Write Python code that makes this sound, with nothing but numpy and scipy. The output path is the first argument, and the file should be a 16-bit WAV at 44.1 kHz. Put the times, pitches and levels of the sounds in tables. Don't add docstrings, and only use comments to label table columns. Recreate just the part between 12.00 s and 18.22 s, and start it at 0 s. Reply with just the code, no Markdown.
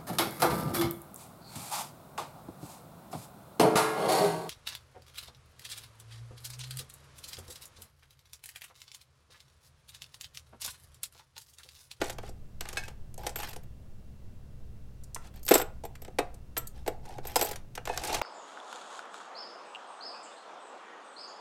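import sys
import numpy as np
from scipy import signal
from scipy.fft import rfft, irfft, next_fast_len
from scipy.io import wavfile
from scipy.ndimage import uniform_filter1d

SR = 44100
rng = np.random.default_rng(int(sys.argv[2]) if len(sys.argv) > 2 else 0)


def dump(signal):
    limited = np.clip(np.atleast_2d(signal).T, -1, 1)
    pcm = np.round(limited * 32767).astype(np.int16)
    wavfile.write(sys.argv[1], SR, pcm)


N = 274302
T = np.arange(SR // 5) / SR
BLOW = SR // 100


def amp(db):
    return 10 ** (np.asarray(db) / 20)


def unit(x):
    return x / np.sqrt(np.mean(x ** 2) + 1e-20)


def blow(x):
    return x / np.sqrt(np.mean(x[:BLOW] ** 2) + 1e-20)


def fade(t, t60):
    return np.exp(-np.log(1000) * t / t60)


def rise(t, attack):
    return 1 - np.exp(-t / attack)


def along(points, hz):
    f, v = np.transpose(points)
    return np.interp(np.log(hz + 1e-3), np.log(f), v)


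def coloured(x, spectrum):
    m = next_fast_len(len(x) + SR // 5)
    gain = amp(along(spectrum, np.fft.rfftfreq(m, 1 / SR)))
    return unit(irfft(rfft(x, m) * gain, m)[:len(x)])


def add(track, s, sound):
    start = max(round(s * SR), 0)
    track[start:start + len(sound)] += sound[:max(len(track) - start, 0)]


def ring(modes, scatter_db, tilt_db=0, detune=0):
    hz, db, t60 = np.transpose(modes)
    hz = hz * np.exp(detune * rng.standard_normal(len(hz)))
    sign = (-1) ** np.arange(len(hz))
    gain = amp(db + tilt_db + scatter_db * rng.standard_normal(len(hz))) * sign
    return gain @ (np.sin(2 * np.pi * hz[:, None] * T) * fade(T, t60[:, None]))


def rattled(modes, rattle_t60, detune, scatter_db=3):
    rattle = rng.standard_normal(4 * BLOW) * fade(T[:4 * BLOW], rattle_t60)
    return blow(signal.fftconvolve(ring(modes, scatter_db, detune=detune), rattle))


# (frequency [Hz], relative density [dB per Hz])
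RUMBLE_SPECTRUM = [(2, 5), (6, 5), (16, 7), (32, -17), (55, -2.5), (85, -10), (130, -7), (168, -19.5),
                   (200, -18.5), (300, -26), (600, -31.5), (1200, -54.5), (3000, -86)]
HISS_SPECTRUM = [(200, -8), (600, 9.5), (1200, 7.5), (2500, 1), (5000, -1), (10000, -5.5), (16000, -7.5)]
# (frequency [Hz], rms level [dB])
HUM_TONES = [(59.5, -56.5), (199, -65), (2724, -85)]


def background(rumble_db=-43.0, hiss_db=-69):
    t = np.arange(N) / SR
    hum = sum(amp(db) * np.sqrt(2) * np.sin(2 * np.pi * (hz * t + rng.random())) for hz, db in HUM_TONES)
    rumble = amp(rumble_db) * coloured(rng.standard_normal(N), RUMBLE_SPECTRUM)
    hiss = amp(hiss_db) * coloured(rng.standard_normal(N), HISS_SPECTRUM)
    return hum + rumble + hiss


# (frequency [Hz], t60 [s])
ROOM_T60 = [(200, 0.097), (600, 0.36), (2000, 0.32), (7000, 0.22), (15000, 0.14)]
# (frequency [Hz], gain [dB])
ROOM_REPLY = [(200, -9.5), (600, -8.5), (1300, -8), (2500, -13), (7000, -14.5), (15000, -17.5)]


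def room(x, delay=.008, order=10):
    hop = N // order // 2
    window = signal.windows.hann(2 * hop, sym=False)
    padded = np.pad(x, (hop, 3 * hop))
    wet = np.zeros(len(padded))
    for start in range(0, N + hop, hop):
        hz, t, z = signal.stft(rng.standard_normal(SR // 2), SR, nperseg=256)
        decay = fade(t, along(ROOM_T60, hz)[:, None])
        energy = np.mean(decay ** 2, axis=1, keepdims=True) * SR / 2
        decay *= amp(along(ROOM_REPLY, hz))[:, None] / np.sqrt(energy)
        tail = signal.istft(z * decay, SR, nperseg=256)[1]
        stretch = padded[start:start + 2 * hop] * window
        add(wet, start / SR + delay, signal.fftconvolve(stretch, tail))
    return wet[hop:hop + N]


STROKE_EDGE_DB = -10.5


def pressure_db(t, swell_s, fade_s):
    return STROKE_EDGE_DB * np.maximum(1 - t / swell_s, (t - swell_s) / fade_s)


def jostle(spread_db=3, t60=0.017, low_hz=700, high_hz=6000, count=8000):
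    hz = low_hz * (high_hz / low_hz) ** rng.random((count, 1))
    t = T[:2 * BLOW]
    size = amp(spread_db * np.clip(rng.standard_normal((count, 1)), -2, 2)) * np.sqrt(hz)
    grains = size * np.sin(2 * np.pi * hz * t) * fade(t, t60)
    at = rng.integers(0, N, (count, 1)) + np.arange(len(t))
    return np.bincount(at.ravel(), grains.ravel(), N)[:N]


# (frequency [Hz], relative density [dB per Hz])
RASP_SPECTRUM = [(500, -20.5), (900, 1.5), (1700, 5.5), (2600, 6), (4500, 4.5), (8000, 2), (12000, -3.5),
                 (16000, -22)]
# (start [s], swell [s], fade [s], bin gain at peak [dB], rasp gain at peak [dB])
SLIDES = [(0.0, 0.031, .1, -43, -46), (0.21, 0.068, 0.026, -58, -57), (0.61, 0.16, 0.15, -52.5, -55.5),
          (3.21, .05, 0.038, -61, -59.5), (4.74, 0.026, 0.069, -61, -65), (5.03, .07, .1, -47.5, -60),
          (5.86, 0.15, .06, -46, -48.5), (6.03, 0.12, 0.05, -35.5, -38)]
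DRAGS = [(1.18, 0.083, 0.042, -44, -54.5), (1.359, 0.054, 0.11, -45, -45.5),
         (3.335, 0.035, 0.032, -61.5, -59.5), (3.48, 0.054, 0.097, -43, -38.5),
         (5.23, 0.07, 0.087, -48.5, -52.5), (5.36, 0.043, 0.14, -40, -43)]


def scrapes(slips_per_s=700, spread_db=4, slip_t60=0.06, jostle_db=-1, friction_db=-3):
    t, out = np.arange(N) / SR, np.zeros(N)
    slipping = rng.random(N) < slips_per_s / SR
    slips = slipping * amp(spread_db * rng.standard_normal(N)) * rng.choice([-1, 1], N)
    grip = np.sqrt(np.abs(signal.fftconvolve(slips ** 2, fade(T, slip_t60) ** 2)[:N]))
    friction = coloured(grip * rng.standard_normal(N), RASP_SPECTRUM)
    rasp = amp(jostle_db) * coloured(jostle(), RASP_SPECTRUM) + amp(friction_db) * friction
    tilt_db = 2.9 * np.log2(np.array(BIN_MODES)[:, 0])
    body = unit(signal.fftconvolve(slips, ring(BIN_MODES, scatter_db=6.5, tilt_db=tilt_db))[:N])
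    for start, swell_s, fade_s, bin_db, rasp_db in SLIDES + DRAGS:
        on = (t >= start) & (t < start + swell_s + fade_s)
        pressure = amp(pressure_db(t[on] - start, swell_s, fade_s))
        pressure = uniform_filter1d(pressure, BLOW, mode="constant")
        out[on] += pressure * (amp(bin_db) * body[on] + amp(rasp_db) * rasp[on])
    return out


# (time [s], level [dB])
PANEL_HITS = [(3.159, -53), (3.512, -47), (3.539, -33.5), (4.567, -46.5)]
# (nominal frequency [Hz], mean relative level [dB], t60 [s])
PANEL_MODES = [(970, -3.5, 0.12), (990, 6, 0.16), (1090, -5, 0.22), (1120, -4, .2), (1220, -9.5, 0.39),
               (1343, 11.5, 0.17), (1415, -1.5, 0.17), (1463, -3, 0.36), (1520, 1, 0.21),
               (1640, -10.5, .12), (1740, -9.5, .1)]


def panel():
    out = np.zeros(N)
    for s, db in PANEL_HITS:
        add(out, s, amp(db) * rattled(PANEL_MODES, rattle_t60=0.031, detune=0.022))
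    return out


# (time [s], level of its modes [dB])
STRIP_HITS = [(.771, -31), (0.836, -46), (5.892, -43), (5.935, -45.5)]
# (frequency [Hz], mean relative level [dB], t60 [s])
STRIP_MODES = [(1610, -1.5, 0.08), (1770, -8.5, 0.21), (1760, -19, 0.055), (1714, -9, 0.066),
               (2220, -13, 0.18), (2480, -4, 0.043), (2558, -3.5, 0.13), (2586, -0.5, 0.058),
               (3290, -33, 0.056), (3650, -16, 0.093), (4140, -10, 0.084), (5190, -13, 0.16),
               (6400, -11.5, 0.1), (7870, -11, 0.066), (8500, -22, .05), (11200, -23, .05)]


def strip(neighbours_db=-7):
    out = np.zeros(N)
    for s, db in STRIP_HITS:
        buzz = blow(coloured(rng.standard_normal(len(T)), RASP_SPECTRUM) * fade(T, t60=0.11))
        add(out, s, amp(db) * (blow(ring(STRIP_MODES, scatter_db=3.5)) + amp(neighbours_db) * buzz))
    return out


# (time [s], level [dB])
AXLE_HITS = [(3.540, -48), (5.358, -29.5), (5.412, -56)]
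# (frequency [Hz], relative level [dB], t60 [s])
AXLE_MODES = [(5108, 0, .09)]


def axle():
    out = np.zeros(N)
    for s, db in AXLE_HITS:
        add(out, s, amp(db) * blow(ring(AXLE_MODES, scatter_db=1)))
    return out


# (nominal frequency [Hz], relative level before weighting [dB], t60 [s])
BIN_MODES = [(201, -17.5, 0.042), (247, 0.5, 0.039), (285, 0.5, 0.059), (352.6, 4, 0.033),
             (422.7, -0.5, 0.064), (496.4, -0.5, 0.049), (668, -1, 0.045), (736, 0.5, 0.042),
             (843.6, 0.5, 0.043), (984.4, -8.5, 0.048)]


def knock(centre_hz, focus_db=9.5, attack=0.00042, cut_hz=170):
    octaves = np.log2(np.array(BIN_MODES)[:, 0] / centre_hz)
    modes = ring(BIN_MODES, scatter_db=1.5, tilt_db=-focus_db * octaves ** 2, detune=.025)
    low_cut = signal.butter(3, cut_hz, "high", fs=SR, output="sos")
    return blow(signal.sosfilt(low_cut, modes * rise(T, attack)))


def clack(centre_hz, focus_db=2.5, t60=0.042, low_hz=950, high_hz=7500, attack=0.00043, count=60):
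    hz = low_hz * (high_hz / low_hz) ** ((np.arange(count) + rng.random(count)) / count)
    life = t60 * (hz / centre_hz) ** -.3 * np.exp(.35 * rng.standard_normal(count))
    gain = amp(-focus_db * np.log2(hz / centre_hz) ** 2)
    t = T[:len(T) // 2]
    waves = np.sin(2 * np.pi * (hz[:, None] * t + rng.random((count, 1))))
    modes = gain @ (waves * fade(t, life[:, None]))
    return np.pad(blow(modes * rise(t, attack)), (0, len(T) - len(t)))


def chatter(x, span, rebound, count=3):
    out = x.copy()
    for when, size in rng.random((count, 2)):
        add(out, span * when, rebound * (2 * size - 1) * x)
    return out


# (frequency [Hz], mean relative density [dB per Hz])
PLASTIC_EDGE = [(2500, -28), (4500, -1.5), (6500, 2.5), (8500, 2), (11000, -3), (13500, -3), (16000, -21.5)]
METAL_EDGE = [(2500, -28.5), (4500, -7.5), (6500, -4.5), (8200, 1.5), (10500, -7.5), (13200, 0.5),
              (14500, -7), (16000, -8)]


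def tick(spectrum, t60=0.027, after_db=-21, after_t60=0.13, attack=0.00057, count=22):
    hz = np.linspace(spectrum[0][0], spectrum[-1][0], count)
    own_db = along(spectrum, hz) + 3 * rng.standard_normal(count)
    snap = chatter(fade(T, t60) * rise(T, attack), span=0.0051, rebound=0.76)
    shiver = amp(after_db) * fade(T, after_t60) * rise(T, attack)
    return blow(coloured(rng.standard_normal(len(T)), np.c_[hz, own_db]) * (snap + shiver))


CLACK_HZ, BRIGHTEN_OCT_PER_DB = 3130, 0.0961


def touch(knock_db, knock_hz, clack_db, tick_db, edge, count):
    clack_hz = CLACK_HZ * 2 ** (BRIGHTEN_OCT_PER_DB * (tick_db - clack_db))
    bin_and_piece = amp(knock_db) * knock(knock_hz) + amp(clack_db) * clack(clack_hz, count=count)
    return bin_and_piece + amp(tick_db) * tick(edge)


# (nominal frequency [Hz], mean relative level [dB], t60 [s])
WHEEL_LOW_MODES = [(7600, 0, 0.072), (7800, 1, 0.085), (8010, -17.5, 0.047), (7990, 4, 0.048),
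                   (8350, -6.5, 0.035)]
WHEEL_HIGH_MODES = [(12650, 8, .03), (13054, -21, .05), (12900, -4.5, .06), (13320, -1.5, 0.075),
                    (13800, -12, .03)]
LOWER_RING_DB = -2.5
JOLT_DB, LOWER_RING_GROWS = -27, .4


def jingle(ring_db, knock_db):
    lower_db = ring_db + LOWER_RING_DB + LOWER_RING_GROWS * min(knock_db - JOLT_DB, 0)
    lower = amp(lower_db) * rattled(WHEEL_LOW_MODES, rattle_t60=0.016, detune=0.0047)
    upper = amp(ring_db) * rattled(WHEEL_HIGH_MODES, rattle_t60=0.029, detune=0.0047)
    return lower + upper


CATCHES_PER_S, CATCH_SPREAD_DB = 50, 3.5
CATCH_KNOCK_DB = -6
CATCH_CLACK_DB, CATCH_TICK_DB, CATCH_RING_DB = -1.5, -2.5, -3.5
CATCH_HZ = 700


def catches(strokes):
    rows, count = [], 32
    for start, swell_s, fade_s, bin_db, rasp_db in strokes:
        times = (np.arange(count) + rng.random(count)) / CATCHES_PER_S
        chance_db = CATCH_SPREAD_DB * rng.standard_normal((count, 4))
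        peak_db = np.array([bin_db + CATCH_KNOCK_DB, rasp_db + CATCH_CLACK_DB,
                            rasp_db + CATCH_TICK_DB, rasp_db + CATCH_RING_DB])
        for t, own_db in zip(times[times < swell_s + fade_s], chance_db):
            knock_db, *edge_db = peak_db + own_db + pressure_db(t, swell_s, fade_s)
            rows.append((start + t, knock_db, CATCH_HZ, *edge_db))
    return rows


# (time [s], knock level [dB], knock centre [Hz], clack level [dB], tick level [dB])
PART_TOUCHES = [(0.015, -26, 435, -31.5, -41.5), (0.041, -51, 548, -68, -44),
                (0.097, -39.5, 670, -40, -41.5), (0.184, -41, 606, -44, -52), (0.233, -43.5, 550, -52, -69),
                (0.289, -46.5, 473, -64, -53.5), (0.608, -44.5, 520, -38.5, -39),
                (0.654, -49.5, 610, -45, -56), (0.688, -54, 540, -43, -41.5),
                (0.729, -49.5, 500, -46.5, -46.5), (0.771, -41, 615, -39, -42.5),
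                (0.88, -48.5, 590, -47, -51), (1.141, -59, 485, -64.5, -52.5),
                (1.178, -45.5, 700, -58, -49), (1.266, -33, 654, -36, -36.5), (1.293, -48, 670, -53, -44.5),
                (1.4, -58, 640, -43.5, -49), (1.431, -48, 850, -38.5, -45), (1.531, -54, 510, -49, -50),
                (1.561, -44.5, 610, -50.5, -48.5), (3.036, -78, 400, -81, -53), (3.146, -77, 400, -54, -37),
                (3.161, -49, 590, -40.5, -68.5), (3.48, -53, 652, -36.5, -36),
                (3.837, -38.5, 640, -55, -54), (3.953, -72, 590, -51.5, -57.5),
                (4.048, -52.5, 700, -52.5, -55), (4.08, -43.5, 530, -56.5, -64),
                (4.186, -22.5, 576, -29, -37), (4.203, -30, 562, -45, -59.5), (4.342, -60, 475, -67, -56.5),
                (4.567, -38.5, 510, -34.5, -41), (4.863, -39.5, 567, -48.5, -54.5),
                (5.054, -53.5, 580, -57, -59), (5.183, -38, 530, -49.5, -57), (5.393, -36, 642, -46, -40.5),
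                (5.558, -51, 690, -46, -45.5), (5.752, -55.5, 576, -46.5, -44), (5.776, -38, 710, -39, -52),
                (5.854, -49, 580, -44.5, -44.5), (5.873, -35.5, 740, -37, -48),
                (5.896, -29, 756, -43.5, -64), (5.975, -39.5, 751, -36, -35), (6.037, -44, 666, -39.5, -41),
                (6.048, -41.5, 781, -50, -39.5), (6.072, -45, 660, -46, -39), (6.097, -34.5, 500, -41, -61),
                (6.127, -34.5, 800, -50, -46.5), (6.146, -36, 815, -35, -34.5),
                (6.215, -26.5, 684, -32, -48.5)]
# the same columns, then (upper wheel ring level [dB])
WHEEL_TOUCHES = [(1.358, -42.5, 575, -38.5, -44, -37), (1.386, -47, 550, -62, -50.5, -46),
                 (1.49, -64, 620, -52, -48.5, -51), (1.633, -66, 430, -68, -65, -66),
                 (3.43, -76, 503, -67, -51.5, -55), (3.451, -67, 404.5, -72, -50.5, -45),
                 (3.464, -52, 480, -54, -44, -41), (3.487, -41, 560, -32, -28.5, -29.5),
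                 (3.51, -12.5, 424, -28.5, -36, -29.5), (3.516, -22, 650, -25, -33, -42),
                 (3.539, -30, 700, -30, -20, -26), (3.553, -18.5, 430, -26.5, -32, -27),
                 (3.58, -45, 480, -55, -32, -43), (3.598, -30, 730, -35.5, -46.5, -39),
                 (3.615, -32.5, 515, -38, -46, -38), (3.85, -39.5, 780, -51, -50.5, -50),
                 (4.019, -50, 540, -57, -52, -50), (4.576, -44, 590, -46, -34, -30.5),
                 (4.671, -78, 403, -63, -43, -49), (4.877, -25.5, 574, -36.5, -40.5, -47.5),
                 (5.251, -40.5, 655, -49, -50.5, -59), (5.27, -53, 557, -54, -42, -41.5),
                 (5.358, -24.5, 773, -28, -29.5, -43), (5.362, -24, 666, -39, -29, -36),
                 (5.412, -32, 650, -31, -29.5, -42.5), (5.423, -27, 583, -37, -35, -32),
                 (5.447, -35, 705, -59, -38.5, -37.5), (5.486, -42.5, 560, -57, -41.5, -57),
                 (5.511, -37, 706, -44, -40, -53)]


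def contacts(parts, wheels, count):
    out = np.zeros(N)
    for s, knock_db, knock_hz, clack_db, tick_db, *_ in parts:
        add(out, s, touch(knock_db, knock_hz, clack_db, tick_db, PLASTIC_EDGE, count))
    for s, knock_db, knock_hz, clack_db, tick_db, ring_db in wheels:
        add(out, s, touch(knock_db, knock_hz, clack_db, tick_db, METAL_EDGE, count))
        add(out, s, jingle(ring_db, knock_db))
    return out


def scene():
    floor = background()
    resonances = panel() + strip() + axle()
    light = contacts(catches(SLIDES), catches(DRAGS), count=12)
    blows = contacts(PART_TOUCHES, WHEEL_TOUCHES, count=60)
    near = scrapes() + resonances + light + blows
    return (near + room(near) + floor)[None]


TOP_HZ = 16000


def record(dry):
    m = next_fast_len(N + SR // 2)
    kept = np.fft.rfftfreq(m, 1 / SR) < TOP_HZ
    return irfft(rfft(dry, m) * kept, m)[..., :N]


dry = scene()
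out = record(dry)
dump(out)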